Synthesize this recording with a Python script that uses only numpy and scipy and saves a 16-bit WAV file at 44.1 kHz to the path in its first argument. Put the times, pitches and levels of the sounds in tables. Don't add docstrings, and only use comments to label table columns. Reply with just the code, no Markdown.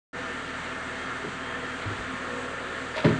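import sys
import numpy as np
from scipy import signal
from scipy.fft import rfft, irfft
from scipy.io import wavfile
from scipy.ndimage import uniform_filter1d

SR = 44100
rng = np.random.default_rng(int(sys.argv[2]) if len(sys.argv) > 2 else 0)


def field_ratio(decibels):
    return 10 ** (np.asarray(decibels, dtype=float) / 20)


def store_pcm(level_fs):
    pcm = np.round(np.clip(level_fs, -1, 1) * 32767).astype(np.int16)
    wavfile.write(sys.argv[1], SR, np.atleast_2d(pcm).T)


N = 140679

# frequency in Hz, relative density in dB per Hz.
RUSH_SHAPE = [(22, -54), (45, -28), (62, -22), (100, -16.5), (160, -8), (330, -10.5), (500, -10.5),
              (590, -14.5), (780, -10.5), (1050, -10), (1300, -5.5), (1850, -8.5), (2050, -9.5),
              (2500, -14), (3200, -16), (4700, -25), (5150, -32), (6000, -28.5), (7700, -27), (9000, -33.5),
              (9600, -40.5), (10100, -87)]
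# time in seconds, nominal rms level of its 1 to 3 kHz part in dB.
RUSH_LEVEL = [(.2, -36), (1., -36), (1.8, -36.5), (2.4, -36), (2.9, -36), (3.19, -35)]
# frequency in Hz, width in Hz, gain in dB.
PANELS = [(266, 26, 9), (493.6, 32.5, 8), (646.5, 50, 7), (372, 16, 6.5), (220, 15, 1.5), (914, 13, 4.5),
          (1237, 53, 3.5), (1379, 58, 5.5), (1647, 98, 3.5), (1792, 54, 8.5)]
# multiple of the shaft rate, nominal rms level in dB.
SHAFT_HARMONICS = [(1, -59.5), (2, -53), (3, -54.5)]
# time in seconds, nominal mesh rate in Hz, then for each multiple of that rate
# its nominal rms level in dB.
GEAR_WHINE = [(.3, 534.6, -65, -68, -54, -68, -64.5), (.55, 531, -62, -61, -56, -69, -72),
              (.8, 534.4, -62, -63, -48, -76, -68.5), (1.05, 536, -61, -65, -49.5, -55.5, -73),
              (1.3, 529, -71, -56, -50, -60, -69), (1.55, 534.3, -60, -47, -60, -57, -80),
              (1.85, 537.4, -59, -68, -58, -55, -93), (2.08, 536, -54, -48.5, -63, -65, -81),
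              (2.3, 544.3, -45.5, -48, -58, -71, -85), (2.55, 546, -47, -55, -68, -64, -84),
              (2.8, 545, -51.5, -51.5, -65, -75, -82), (3.19, 551, -56, -57, -72, -75, -83)]
WHINE_MULTIPLES = (1, 2, 4, 6, 11)
# time in seconds, nominal frequency in Hz, nominal rms level in dB.
LOW_WHINE = [(.3, 428, -69), (.8, 431, -62), (1.3, 422.6, -50), (1.8, 426.5, -57), (2.3, 423.4, -53),
             (2.9, 425.3, -55)]
# nominal frequency in Hz, nominal rms level in dB, waver of the level in dB.
HUMS = [(255.1, -48, 0.5), (661.7, -56, 3), (488.3, -56.5, 6.5)]
# nominal frequency in Hz, relative level in dB, full t60 in seconds.
FRAME_MODES = [(55, 1.5, 0.22), (71, -5, .15), (85, 5, 0.14), (102, 4.5, .2), (121, -4, 0.44),
               (157.8, 0, 0.2), (188, -0.5, 0.11), (219.7, -7.5, 0.34), (246, -1, 0.14), (306.4, 0.5, 0.17),
               (346.2, -6, 0.21), (402, 1.5, 0.17), (450, -8.5, 0.093), (523, -6, 0.18), (612, 2.5, 0.13),
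               (928, -3, 0.16), (1310, -13, 0.065), (1810, -11.5, 0.06), (2200, 1, 0.073)]
# start in seconds, peak level before the low cut in dB,
# centre of the push in Hz, width of the push in octaves, share of the modes' full t60.
KNOCKS = [(1.242, -28, 400, 0.24, 0.54), (1.252, -37.5, 270, 0.35, .5), (1.266, -31, 198, 0.47, 0.38),
          (1.281, -33, 188, 0.22, 0.43), (1.851, -27.5, 97, 0.33, 0.47), (1.854, -34.5, 300, 0.18, 0.45),
          (1.872, -31.5, 91, 0.38, 0.64), (1.878, -36, 180, 0.3, .5), (1.899, -38, 85, 0.38, 0.46),
          (1.906, -31.5, 300, 0.53, 0.31), (1.94, -38, 80, 0.35, 0.45), (1.985, -32.5, 60, 0.5, 0.58),
          (2.029, -37, 120, 0.44, 0.47), (2.125, -33.5, 197, 0.47, 0.34), (2.961, -28.5, 612, .3, 0.94),
          (2.975, -22, 900, 0.76, 0.34), (2.98, -30, 1490, .6, 0.6), (2.989, -31, 700, 1, 0.86),
          (3.0, -38, 1490, 0.88, 0.44), (3.042, -18, 600, 0.45, 0.93), (3.046, -12, 280, 0.42, 0.72),
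          (3.047, -14, 148, 0.26, 0.51), (3.049, -15, 1120, 0.76, 0.4), (3.06, -16, 225, 0.73, 0.62),
          (3.074, -20, 400, 0.21, 0.63), (3.083, -18.5, 277, 0.62, 0.58), (3.097, -22.5, 134, 0.31, 0.57),
          (3.121, -23, 250, 0.92, 0.7), (3.145, -35, 134, 0.4, .8), (3.172, -27, 170, 0.79, .8)]
# start in seconds, time from start to release in seconds, rms level of the # noise
# after its two resonators but before envelope, treble step and low cut in dB, centre in Hz, width of # each of
# two resonators in Hz.
SCRAPES = [(2.958, 0.0064, -35.5, 2500, 3500), (2.979, 0.01, -32, 1710, 2200),
           (2.982, 0.021, -34.5, 1620, 2200), (3.021, 0.018, -44.5, 2500, 3500),
           (3.045, 0.0058, -40, 2500, 3500), (3.045, 0.0094, -25.5, 1610, 1910),
           (3.065, 0.034, -35, 1400, 2000), (1.789, 0.047, -43, 2180, 1980)]


def curve(table, col):
    table = np.array(table)
    return np.interp(np.arange(N) / SR, table[:, 0], table[:, col])


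def walk(rate):
    hold = int(SR / rate)
    steps = np.repeat(rng.standard_normal(N // hold + 1), hold)
    smooth = uniform_filter1d(uniform_filter1d(steps, hold), hold)
    return 1.093 * smooth[:N]


def tone(hz, phase=0.):
    return np.sqrt(2) * np.sin(2 * np.pi * np.cumsum(hz) / SR + phase)


def motor_rush():
    flicker_db, swell_db = 1, 0.3
    f = np.maximum(np.arange(N // 2 + 1) * SR / N, 1.)
    shape = np.array(RUSH_SHAPE)
    gain = field_ratio(np.interp(np.log(f), np.log(shape[:, 0]), shape[:, 1]))
    for hz, width, db in PANELS:
        resonance = 1 / (1 + (2 * (f - hz) / width) ** 2)
        gain = gain * (1 + (field_ratio(db) - 1) * resonance)
    spectrum = rfft(rng.standard_normal(N)) * gain
    half_octaves = 2 * np.log2(f / 30)
    out = np.zeros(N)
    for k in range(18):
        overlap = np.clip(1 - abs(half_octaves - k), 0, 1)
        out = out + irfft(spectrum * overlap, N) * field_ratio(flicker_db * walk(18))
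    middle = irfft(spectrum * (f > 1000) * (f < 3000), N)
    return out / np.std(middle) * field_ratio(curve(RUSH_LEVEL, col=1) + swell_db * walk(5.17))


def shaft_hum():
    shaft_hz = 39.8 * (1 + 0.004 * walk(3))
    out = np.zeros(N)
    for multiple, db in SHAFT_HARMONICS:
        level = field_ratio(db + 0.51 * walk(11))
        out = out + level * tone(multiple * shaft_hz, rng.uniform(0, 7.9))
    return out


def gear_whine():
    mesh_hz = curve(GEAR_WHINE, col=1) * (1 + 0.00083 * walk(10.05))
    out = np.zeros(N)
    for i, multiple in enumerate(WHINE_MULTIPLES):
        waver_db = 1.4 + 0.8 * i
        level = field_ratio(curve(GEAR_WHINE, col=2 + i) + waver_db * walk(11.14))
        out = out + level * tone(multiple * mesh_hz)
    return out


def low_gear_tone():
    hz = curve(LOW_WHINE, col=1) * (1 + 0.004 * walk(10))
    return field_ratio(curve(LOW_WHINE, col=2) + 3.7 * walk(6.3)) * tone(hz)


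def steady_hums():
    out = np.zeros(N)
    for hz, db, waver_db in HUMS:
        level = field_ratio(db + waver_db * walk(9.94))
        out = out + level * tone(hz * (1 + 0.00443 * walk(8.03)))
    return out


def knocks():
    out, t = np.zeros(N + SR), np.arange(SR // 2) / SR
    hz, db, t60 = np.array(FRAME_MODES).T[:, :, None]
    sign = (-1.) ** np.arange(len(FRAME_MODES))[:, None]
    scatter = rng.standard_normal((len(KNOCKS), 2, len(FRAME_MODES), 1))
    for (start, peak_db, centre, width, ring), (level_db, detune) in zip(KNOCKS, scatter):
        push = np.exp(-0.5 * (np.log2(hz / centre) / width) ** 2)
        size = sign * field_ratio(db + level_db) * push
        decay = np.exp(-np.log(1000) * t / (t60 * ring))
        modes = size * decay * np.sin(2 * np.pi * hz * (1 + 0.021 * detune) * t)
        x = modes.sum(axis=0)
        x = x * np.clip(t * centre / 0.35, 0, 1)
        i = int(start * SR)
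        out[i:i + len(t)] += x / abs(x).max() * field_ratio(peak_db)
    return out[:N]


def garage(x):
    t60_s, rise_s, level_db, bottom_hz, top_hz = 0.39, 0.0058, -14, 80, 2500
    t = np.arange(SR) / SR
    envelope = np.exp(-np.log(1000) * t / t60_s) * np.clip(t / rise_s, 0, 1)
    tail = rng.standard_normal(SR) * envelope
    tail = signal.lfilter(*signal.butter(1, [bottom_hz, top_hz], "band", fs=SR), tail)
    tail = tail / np.sqrt(np.sum(tail ** 2))
    return signal.fftconvolve(x, tail)[:N] * field_ratio(level_db)


def scrapes():
    rise_s, release_s, grit_db = 0.0011, 0.012, 5
    top_hz, above_db = 4920, -5.5
    out, t = np.zeros(N), np.arange(N) / SR
    for start, length, db, hz, width in SCRAPES:
        grit = rng.standard_normal(N) * field_ratio(grit_db * walk(500))
        resonator = signal.iirpeak(hz, hz / width, SR)
        grit = signal.lfilter(*resonator, signal.lfilter(*resonator, grit))
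        grit = grit / np.sqrt(np.mean(grit ** 2))
        rise = np.clip((t - start) / rise_s, 0, 1)
        release = np.exp(-np.maximum(t - start - length, 0) / release_s)
        out += grit * field_ratio(db) * rise * release
    above = np.arange(N // 2 + 1) * SR / N > top_hz
    return irfft(rfft(out) * field_ratio(above_db * above), N)


def scene():
    motor = motor_rush() + shaft_hum() + gear_whine() + low_gear_tone() + steady_hums()
    low_cut = signal.butter(2, 45, "high", fs=SR)
    hits = signal.lfilter(*low_cut, knocks() + scrapes())
    return (motor + hits + garage(hits))[None]


def roll_off(x):
    return signal.sosfilt(signal.butter(12, 9980, fs=SR, output="sos"), x)


def record(dry):
    start_s, fade_in_s = 0.13, 0.051
    fade = np.clip((np.arange(N) / SR - start_s) / fade_in_s, 0, 1) ** 0.38
    return roll_off(dry * fade)


dry = scene()
out = record(dry)
store_pcm(out)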